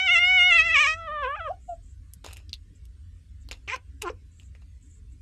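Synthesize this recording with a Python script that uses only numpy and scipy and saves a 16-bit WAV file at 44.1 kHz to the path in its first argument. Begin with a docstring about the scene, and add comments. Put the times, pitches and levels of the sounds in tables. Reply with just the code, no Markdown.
"""A long wavering meow comes first, close by in a small quiet room, sinking in pitch as it turns into a yawn.
A soft mew follows, then lip smacks and two chirps, with sniffs in between and after.
The calls are vocal-fold harmonics shaped by throat and mouth, with a raspy treble on top.
Smacks and ticks are brief rings with cracks of noise; jaw air and sniffs are coloured noise in swells.
Sparse echoes make the room; a low machine rumble, a thin hiss and a faint high whine fill it."""
import sys
import numpy as np
from scipy import signal
from scipy.fft import rfft, irfft, next_fast_len
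from scipy.io import wavfile
from scipy.ndimage import uniform_filter1d

SR = 44100
rng = np.random.default_rng(int(sys.argv[2]) if len(sys.argv) > 2 else 0)


def how_loud(loudness_db):
    """Turn decibels into a plain amplitude multiplier (0 dB gives 1, 20 dB gives 10)."""
    steps = np.asarray(loudness_db, float) / 20
    return 10 ** steps


def output_pcm(signal):
    """Save a mono or channel-first signal as 16-bit PCM at the path in sys.argv[1].

    Samples are clipped to [-1, 1] before scaling.
    """
    pcm = np.clip(np.atleast_2d(signal).T, -1, 1) * 32767
    wavfile.write(sys.argv[1], SR, np.round(pcm).astype(np.int16))


N = 230157  # samples

# wavering pitch of the meow: t/s, f/Hz
MEOW_PITCH = [(0, 742), (.052, 766), (.07, 743.8), (.09, 676), (.122, 730.6), (.142, 714), (.156, 682),
              (.17, 671.4), (.198, 705), (.238, 711.2), (.312, 744.3), (.368, 741.4), (.402, 708),
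              (.488, 733.2), (.532, 665.7), (.56, 684.6), (.6, 632.3), (.666, 683), (.706, 645), (.73, 672),
              (.742, 652), (.764, 575), (.778, 549), (.81, 618.6), (.824, 611), (.854, 550), (.863, 560),
              (.874, 622.7), (.932, 637.5), (.988, 670.5), (1.068, 649.3), (1.084, 593.2), (1.102, 586),
              (1.128, 621), (1.184, 586), (1.214, 586.6), (1.24, 525.2), (1.262, 489.6), (1.282, 540),
              (1.346, 600), (1.36, 667), (1.365, 845), (1.382, 848.5), (1.41, 658), (1.44, 660),
              (1.47, 604), (1.488, 518.6), (1.516, 767), (1.528, 701), (1.544, 742), (1.56, 732)]
# push and mouth shape of the meow: t/s, effort level/dB, mouth (0 open, 1 yawning, 2 shut),
# raspy treble level/dB relative to the effort
MEOW_SHAPE = [(0, -19.5, 0.099, -26), (.052, -21.5, 0.27, -31.5), (0.073, -18, 0.1, -25.5),
              (.12, -16, 0, -31), (.175, -15.5, 0.037, -21.5), (.2, -21, 0, -27.5), (0.238, -16, 0, -32.5),
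              (0.264, -17.5, 0.092, -25), (.36, -15.5, 0.059, -32), (.41, -14, 0.049, -29.5),
              (0.498, -15, 0.1, -31.5), (0.532, -14, 0, -26.5), (.56, -16, 0, -24.5),
              (0.609, -16.5, 0.042, -21.5), (0.627, -21.5, 0.2, -25.5), (.68, -21.5, 0.017, -25),
              (0.736, -19, 0.062, -28.5), (.76, -16.5, 0.04, -21), (.88, -19, 0.25, -18),
              (0.937, -23, 0.2, -23), (.96, -34.5, 1, -30), (1.092, -31, 1.15, -44),
              (1.199, -30.5, 1.02, -50), (1.225, -29, 1.07, -41), (1.245, -24.5, 0.64, -37.5),
              (1.281, -30.5, 1, -46), (1.35, -28, 1.04, -50), (1.363, -33, 0.54, -41),
              (1.392, -33, 0.9, -43), (1.415, -26.5, 1.18, -50), (1.435, -33, 0.96, -47),
              (1.45, -27, 1.2, -51), (1.475, -26, 1.2, -47), (1.487, -31, 1.26, -38.5),
              (1.517, -23, 2.6, -50), (1.53, -46, 1.24, -43), (1.56, -47, 1.6, -30)]
# soft mew and two chirps, one table each: t/s, pitch f/Hz, effort level/dB, mouth, raspy treble level/dB
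SHORT_CALLS = [
    [(1.676, 720, -61.5, 1.9, -20), (1.694, 716, -27, 2.5, -55), (1.74, 667, -34.5, 2, -54),
     (1.758, 702, -75, 1.8, -27), (1.78, 686, -79, 1.7, -6)],
    [(3.675, 375, -38, 0, -15.5), (3.703, 420.6, -36, 0.009, -13), (3.717, 451, -32.5, 0.24, -16),
     (3.735, 529, -26, 0.21, -22), (3.747, 518, -28.5, 0.91, -16), (3.757, 474, -45, 0, -10),
     (3.767, 500, -34.5, 0.53, 1)],
    [(4.024, 438, -49, 1.4, 0), (4.04, 428, -35, 1.36, -44), (4.062, 353, -31.5, 1.15, -25),
     (4.08, 339.3, -31.5, 1, -24), (4.097, 377, -38, 0.32, -20), (4.104, 494, -31, 2.6, -24),
     (4.114, 440, -68, 0.99, 1), (4.124, 507, -48, 1.1, -17)],
]
# unsteadiness of the vocal folds: t/s, roughness (0 clean; larger shakes the harmonics more, the high ones far
# more than the low; over 1.5 the cycles turn croaky)
ROUGHNESS = [(.05, .12), (.08, .42), (.18, .4), (.21, .09), (.46, .09), (.52, .35), (.62, .38), (.66, .25),
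             (.72, .3), (.76, .75), (.88, .75), (.93, .3), (1.2, .5), (1.25, 1.2), (1.3, .6), (1.44, .5),
             (1.5, 1.5), (1.7, .5), (3.67, 7), (3.7, 4.5), (3.72, 1.8), (3.75, 2.5), (3.77, 6), (4.02, 5),
             (4.07, 2), (4.13, 4)]
# jaw and tongue slide all resonances up or down: t/s, frequency factor
TRACT_SLIDE = [(0, 1.036), (.2, 0.97), (.62, 1), (.67, 0.94), (.74, 0.99), (.86, 0.97), (.885, 0.96),
               (.95, 0.91), (1.02, 1.077), (1.2, 1.052), (1.39, 0.92), (1.41, 1.076), (1.46, 0.99),
               (1.5, 0.96), (3.69, 1.005), (3.72, 0.92), (3.75, 0.99), (4.04, 0.88), (4.1, 0.94)]
# throat and mouth resonances for the three mouth shapes: f/Hz, level/dB
OPEN_MOUTH = [(400, -14), (600, -33.5), (750, -21), (1100, -9.5), (1450, -19), (1700, -17), (1900, -7),
              (2100, -3.5), (2250, -1), (2550, 2), (2750, -6), (2950, -8), (3300, -15.5), (3700, -20),
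              (4100, -40), (5000, -92)]
YAWNING_MOUTH = [(350, -8.5), (500, -4), (620, -17), (800, -15), (1050, -0.5), (1250, -2.5), (1500, -6),
                 (1750, -7), (2000, -24), (2400, -19), (2800, -21.5), (3300, -23), (3700, -40.5),
                 (4200, -53.5), (5000, -92.5)]
SHUT_MOUTH = [(300, 16), (800, -5.5), (1400, -35.5), (2200, -64), (3000, -41.5), (5000, -81)]
# colour of the raspy treble, with fixed dips and peaks: f/Hz, relative level/dB
RASP_COLOUR = [(3000, -60.5), (3900, -3.5), (4600, -6), (4780, -19.5), (5000, -3.5), (5900, -5.5),
               (6450, -4), (6560, -23.5), (6650, -11.5), (6980, -7), (7060, -34.5), (7200, -14),
               (7700, -5.5), (8150, -23.5), (8440, -10.5), (8650, -32), (9350, -49), (10500, -31),
               (13000, -44), (13200, -67)]
# dry tongue and tooth ticks: t/s, ring level/dB, ring f/Hz, crack level/dB at 2.2-6 kHz and at 6-13 kHz
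TICKS = [(2.136, -27.5, 11600, -50, -37), (2.3321, -26, 8750, -68, -39.5), (2.3693, -26, 2660, -60, -41.5),
         (2.494, -30.5, 4750, -43, -62), (2.5311, -10, 4250, -33.5, -53), (2.5387, -18, 3730, -39, -45.5),
         (2.8538, -45, 8240, -56, -56), (4.0211, -16, 2530, -32, -27), (4.3987, -32.5, 2953, -58, -62)]
# wet lip smacks: t/s, ring level/dB, ring f/Hz, thud level/dB at 250-1100 Hz, crack level/dB at 2.2-6 kHz
SMACKS = [(2.2454, -44, 2650, -29.5, -34), (2.2631, -23, 6700, -28.5, -36),
          (3.4884, -28.5, 4240, -45.5, -42), (3.5128, -16, 2400, -35.5, -32.5),
          (3.5176, -21, 7000, -37, -49), (3.5294, -21.5, 3960, -58, -46), (3.677, -26.5, 2800, -37, -52),
          (3.7616, -19, 2320, -26.5, -41), (4.551, -34.5, 2120, -53, -69), (4.6209, -49, 2340, -48.5, -74)]
# air hissing past tongue and teeth as the jaws shut: start t/s, level/dB, hold t/s, fade by 60 dB t/s
PUFFS = [(2.24, -50.5, 0.077, 0.016), (2.325, -47.5, 0.0014, 0.085), (2.359, -54, 0.0091, 0.18),
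         (3.509, -46.5, .004, .16), (4.015, -36.5, 0.0026, 0.06), (4.41, -67, 0.019, 0.036),
         (4.547, -67.5, 0.0021, .12), (4.613, -64.5, .002, 0.082)]
# colour of the jaw air: f/Hz, relative level/dB
JAW_COLOUR = [(100, -20), (200, -6), (400, -12), (800, -6), (1500, -10), (2200, -11), (2650, 3),
              (3200, -11), (3900, -6), (4500, -12), (5200, -6), (5900, -20), (6600, -7), (8000, -18),
              (13000, -26), (13400, -40)]
# sniffs through the nose: start t/s, length t/s, level/dB
SNIFFS = [(1.598, 0.18, -67.5), (1.821, 0.13, -68.5), (2.75, 0.035, -69.5), (3.401, 0.04, -68),
          (4.31, 0.19, -68.5), (4.81, 0.19, -65), (5.095, 0.048, -73)]
# colour of the sniffs: f/Hz, relative level/dB
NOSE_COLOUR = [(2650, -38), (4500, -30), (5980, -15), (6740, 1), (7600, 8.5), (8580, -6), (9080, -56),
               (10000, -12), (13000, -35), (22000, -120)]
# how fast the room dies away: f/Hz, fall by 60 dB t/s
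ROOM_DECAY = [(400, 0.14), (2000, 0.096), (8000, 0.05)]
# wavering tones of the machine rumble: f/Hz, level/dB
RUMBLE_TONES = [(43, -52.5), (61, -49), (84, -51.5)]
# colour of the room noise: f/Hz, relative level/dB
HISS_COLOUR = [(65, -29.5), (110, 2), (119, -7), (152, -5), (222, -14.5), (295, -9), (326, -30.5),
               (391, -20), (507, -30.5), (572, -29.5), (790, -46), (966, -38), (1660, -30.5), (6150, -37.5),
               (7670, -36.5), (13500, -51)]


def evened(x):
    """Scales a signal to rms 1."""
    return x / np.sqrt(np.mean(x ** 2) + 1e-20)


def read(points, hz):
    """Reads a curve over frequency, straight between points on a log scale."""
    f, value = np.transpose(points)
    return np.interp(np.log(hz + 1), np.log(f + 1), value)


def add(mix, s, sound):
    """Lays a sound into the mix at s seconds."""
    part = mix[round(s * SR):][:len(sound)]
    part += sound[:len(part)]


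def vocal_folds(t, hz):
    """Thirty harmonics; uneven cycles shake each one, the high ones most, and fill the gaps with noise."""
    k = np.arange(1, 31)[:, None]
    shake = rng.standard_normal((len(t), len(k), 2)) @ [1, 1j]
    # neighbouring harmonics move together
    shake = uniform_filter1d(shake.real, size=3, axis=1) + 1j * uniform_filter1d(shake.imag, size=3, axis=1)
    shake = signal.sosfilt(signal.butter(4, 200, fs=SR, output="sos"), shake.T)
    shake /= np.sqrt(np.mean(abs(shake) ** 2))
    rough = np.interp(t, *np.transpose(ROUGHNESS))
    shaken_share = np.clip(rough * (k * hz / 5000) ** 2, 0, 1)
    steady_share = np.sqrt(1 - shaken_share ** 2)
    cycles = np.cumsum(hz) / SR
    turns = np.exp(2j * np.pi * k * cycles + 1j * 0.2 * k ** 2)
    folds = np.sqrt(2) * ((steady_share + shaken_share * shake) * turns).real
    # in a croak strong and weak cycles alternate, from the third harmonic up
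    croak = np.clip((rough - 1.5) * .4, 0, .7)
    folds[2:] *= 1 + croak * np.cos(np.pi * cycles)
    return folds


def throat_and_mouth(t, hz, mouth):
    """Level in dB of each harmonic as the resonances blend between mouth shapes and slide."""
    k = np.arange(1, 31)[:, None]
    opened, shut = np.clip(1 - mouth, 0, 1), np.clip(mouth - 1, 0, 1)
    yawning = 1 - opened - shut
    slid_hz = k * hz / np.interp(t, *np.transpose(TRACT_SLIDE))
    return (opened * read(OPEN_MOUTH, slid_hz) + yawning * read(YAWNING_MOUTH, slid_hz)
            + shut * read(SHUT_MOUTH, slid_hz))


def raspy_treble(folds):
    """Harmonics from the fourth up, each swelling and fading on its own, coloured and held to an even level."""
    drift_db = 4
    count, length = folds.shape
    slow = signal.butter(2, 12, fs=SR, output="sos")
    drift = evened(signal.sosfilt(slow, rng.standard_normal((length, count)).T))
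    overtones = (how_loud(drift_db * drift) * folds)[3:].sum(0)
    size = next_fast_len(length + 2048)
    colour = how_loud(read(RASP_COLOUR, np.fft.rfftfreq(size, 1 / SR)))
    rasp = irfft(rfft(overtones, size) * colour, size)[:length]
    return rasp / np.sqrt(uniform_filter1d(rasp ** 2, size=800) + 1e-12)


def voice(pitch, shape, fade_s):
    """One call: vocal-fold harmonics through throat and mouth plus raspy treble, both driven by the effort."""
    t = np.arange(pitch[0][0], pitch[-1][0], 1 / SR)
    s, *controls = np.transpose(shape)
    lines = np.interp(t, *np.transpose(pitch)), *(np.interp(t, s, c) for c in controls)
    hz, effort_db, mouth, rasp_db = (uniform_filter1d(c, size=300, mode="nearest") for c in lines)
    folds = vocal_folds(t, hz)
    body = (how_loud(throat_and_mouth(t, hz, mouth)) * folds).sum(0)
    rasp = how_loud(rasp_db) * raspy_treble(folds)
    # a call at time zero starts without a fade-in
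    since_start = t - t[0] + fade_s * (t[0] == 0)
    ends = np.clip(np.minimum(since_start, t[-1] - t) / fade_s, 0, 1)
    return t[0], (body + rasp) * how_loud(effort_db) * ends


def calls():
    """The meow, a soft mew after it and two chirps, all from the same voice."""
    out = np.zeros(N)
    add(out, *voice(MEOW_PITCH, MEOW_SHAPE, fade_s=0.0054))
    for rows in SHORT_CALLS:
        pitch = [row[:2] for row in rows]
        shape = [(row[0], *row[2:]) for row in rows]
        add(out, *voice(pitch, shape, fade_s=0.006))
    return out


def click(ring_db, hz, cracks, crack_t60_s):
    """A brief ring of the mouth plus a dying crack of noise in the given (band, dB) pairs."""
    t = np.arange(4000) / SR
    ring = how_loud(ring_db - 60 * t / 0.0041) * np.sin(2 * np.pi * hz * t) * np.minimum(t / 0.00057, 1) ** 2
    crack = sum(how_loud(db) * evened(signal.sosfilt(band, rng.standard_normal(len(t)))) for band, db in cracks)
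    return ring + crack * how_loud(-60 * t / crack_t60_s) * np.minimum(t / 0.00073, 1)


def clicks():
    """Dry ticks crack in the middle and top bands; wet smacks add a low thud."""
    out = np.zeros(N)
    low, mid, top = [signal.butter(3, edges, "bandpass", fs=SR, output="sos")
                     for edges in ([250, 1100], [2200, 6000], [6000, 13000])]
    lead_s = .0005  # each click starts this much ahead of its table time
    for s, ring_db, hz, mid_db, top_db in TICKS:
        cracks = [(mid, mid_db), (top, top_db)]
        add(out, s - lead_s, click(ring_db, hz, cracks, crack_t60_s=0.016))
    for s, ring_db, hz, thud_db, mid_db in SMACKS:
        cracks = [(low, thud_db), (mid, mid_db), (top, mid_db - 7.5)]
        add(out, s - lead_s, click(ring_db, hz, cracks, crack_t60_s=0.012))
    return out


def noise(colour, patchy_db, size):
    """Random short-time spectra of the given colour with drifting patches, rms 1."""
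    frames, hz = 4 * N // size + 5, np.fft.rfftfreq(size, 1 / SR)
    a, b, patches = rng.standard_normal((frames, len(hz), 3)).T
    patches = evened(uniform_filter1d(uniform_filter1d(patches, size=6, axis=0), size=6, axis=1))
    z = (a + 1j * b) * how_loud(read(colour, hz)[:, None] + patchy_db * patches)
    return evened(signal.istft(z, nperseg=size, noverlap=3 * size // 4)[1][:N])


def breath():
    """Air through the closing jaws (rise, hold, fade) and through the nose (one swell per sniff)."""
    puffs, sniffs, t = np.zeros(N), np.zeros(N), np.arange(SR // 4) / SR
    rise_s = .0035
    for s, db, hold_s, t60_s in PUFFS:
        fading_s = np.maximum(t - rise_s - hold_s, 0)
        add(puffs, s, np.minimum(t / rise_s, 1) ** 2 * how_loud(db - 60 * fading_s / t60_s))
    for s, length_s, db in SNIFFS:
        swell = np.sin(np.pi * np.minimum(t / length_s, 1)).clip(0)
        add(sniffs, s, how_loud(db) * swell ** 0.4)  # power 0 = flat, larger = softer ends
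    jaws = noise(JAW_COLOUR, patchy_db=2.5, size=512) * puffs
    # saliva makes the jaw air crackle
    wet = how_loud(3.5 * evened(uniform_filter1d(rng.standard_normal(N), size=80)))
    return jaws * evened(wet) + noise(NOSE_COLOUR, patchy_db=3.5, size=256) * sniffs


def room(x):
    """Sparse echoes of random sign, each band dying at its own speed."""
    taps = np.zeros(SR // 2)
    at = np.arange(200, len(taps) - 20, 20)
    taps[at + rng.integers(0, 20, len(at))] = rng.choice([-1., 1.], len(at))
    hz, t, z = signal.stft(taps, SR, nperseg=256)
    decay = how_loud(-60 * t / read(ROOM_DECAY, hz)[:, None])
    tail = signal.istft(z * decay, SR, nperseg=256)[1]
    return signal.fftconvolve(x, tail / np.linalg.norm(tail))[:N]


def resonate(x, hz, width_hz):
    """One fixed resonance of gain 1."""
    r = np.exp(-np.pi * width_hz / SR)
    return 2 * signal.lfilter([1 - r], [1, -r * np.exp(2j * np.pi * hz / SR)], x).real


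def wavering(hz, width_hz):
    """Noise through the same resonance three times over: a fuzzy tone, rms 1."""
    x = rng.standard_normal(N)
    for _ in range(3):
        x = resonate(x, hz, width_hz)
    return evened(x)


def background():
    """Machine rumble of three wavering tones, coloured noise for the hiss and a faint high whine."""
    rumble = sum(how_loud(db) * wavering(hz, width_hz=18.7) for hz, db in RUMBLE_TONES)
    whine = how_loud(-87) * wavering(8441, width_hz=12)
    hiss = how_loud(-61) * noise(HISS_COLOUR, patchy_db=4.3, size=2048)
    return hiss + rumble + whine


def scene():
    """The cat, its echo in the room and the background, in mono."""
    cat, mouth_clicks = calls() + breath(), clicks()
    echo = room(how_loud(-15.5) * cat + how_loud(-10.5) * mouth_clicks)
    return (cat + mouth_clicks + echo + background())[None]


def band_limit(x):
    """A steep low-pass at the top of the band."""
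    return signal.sosfilt(signal.butter(12, 13620, fs=SR, output="sos"), x)


def record(dry):
    """Takes off the treble above 13.2 kHz and delivers the finished mix."""
    finished = signal.oaconvolve(dry, signal.firwin(255, 13200, fs=SR)[None], "same")
    return band_limit(finished)


dry = scene()
out = record(dry)
output_pcm(out)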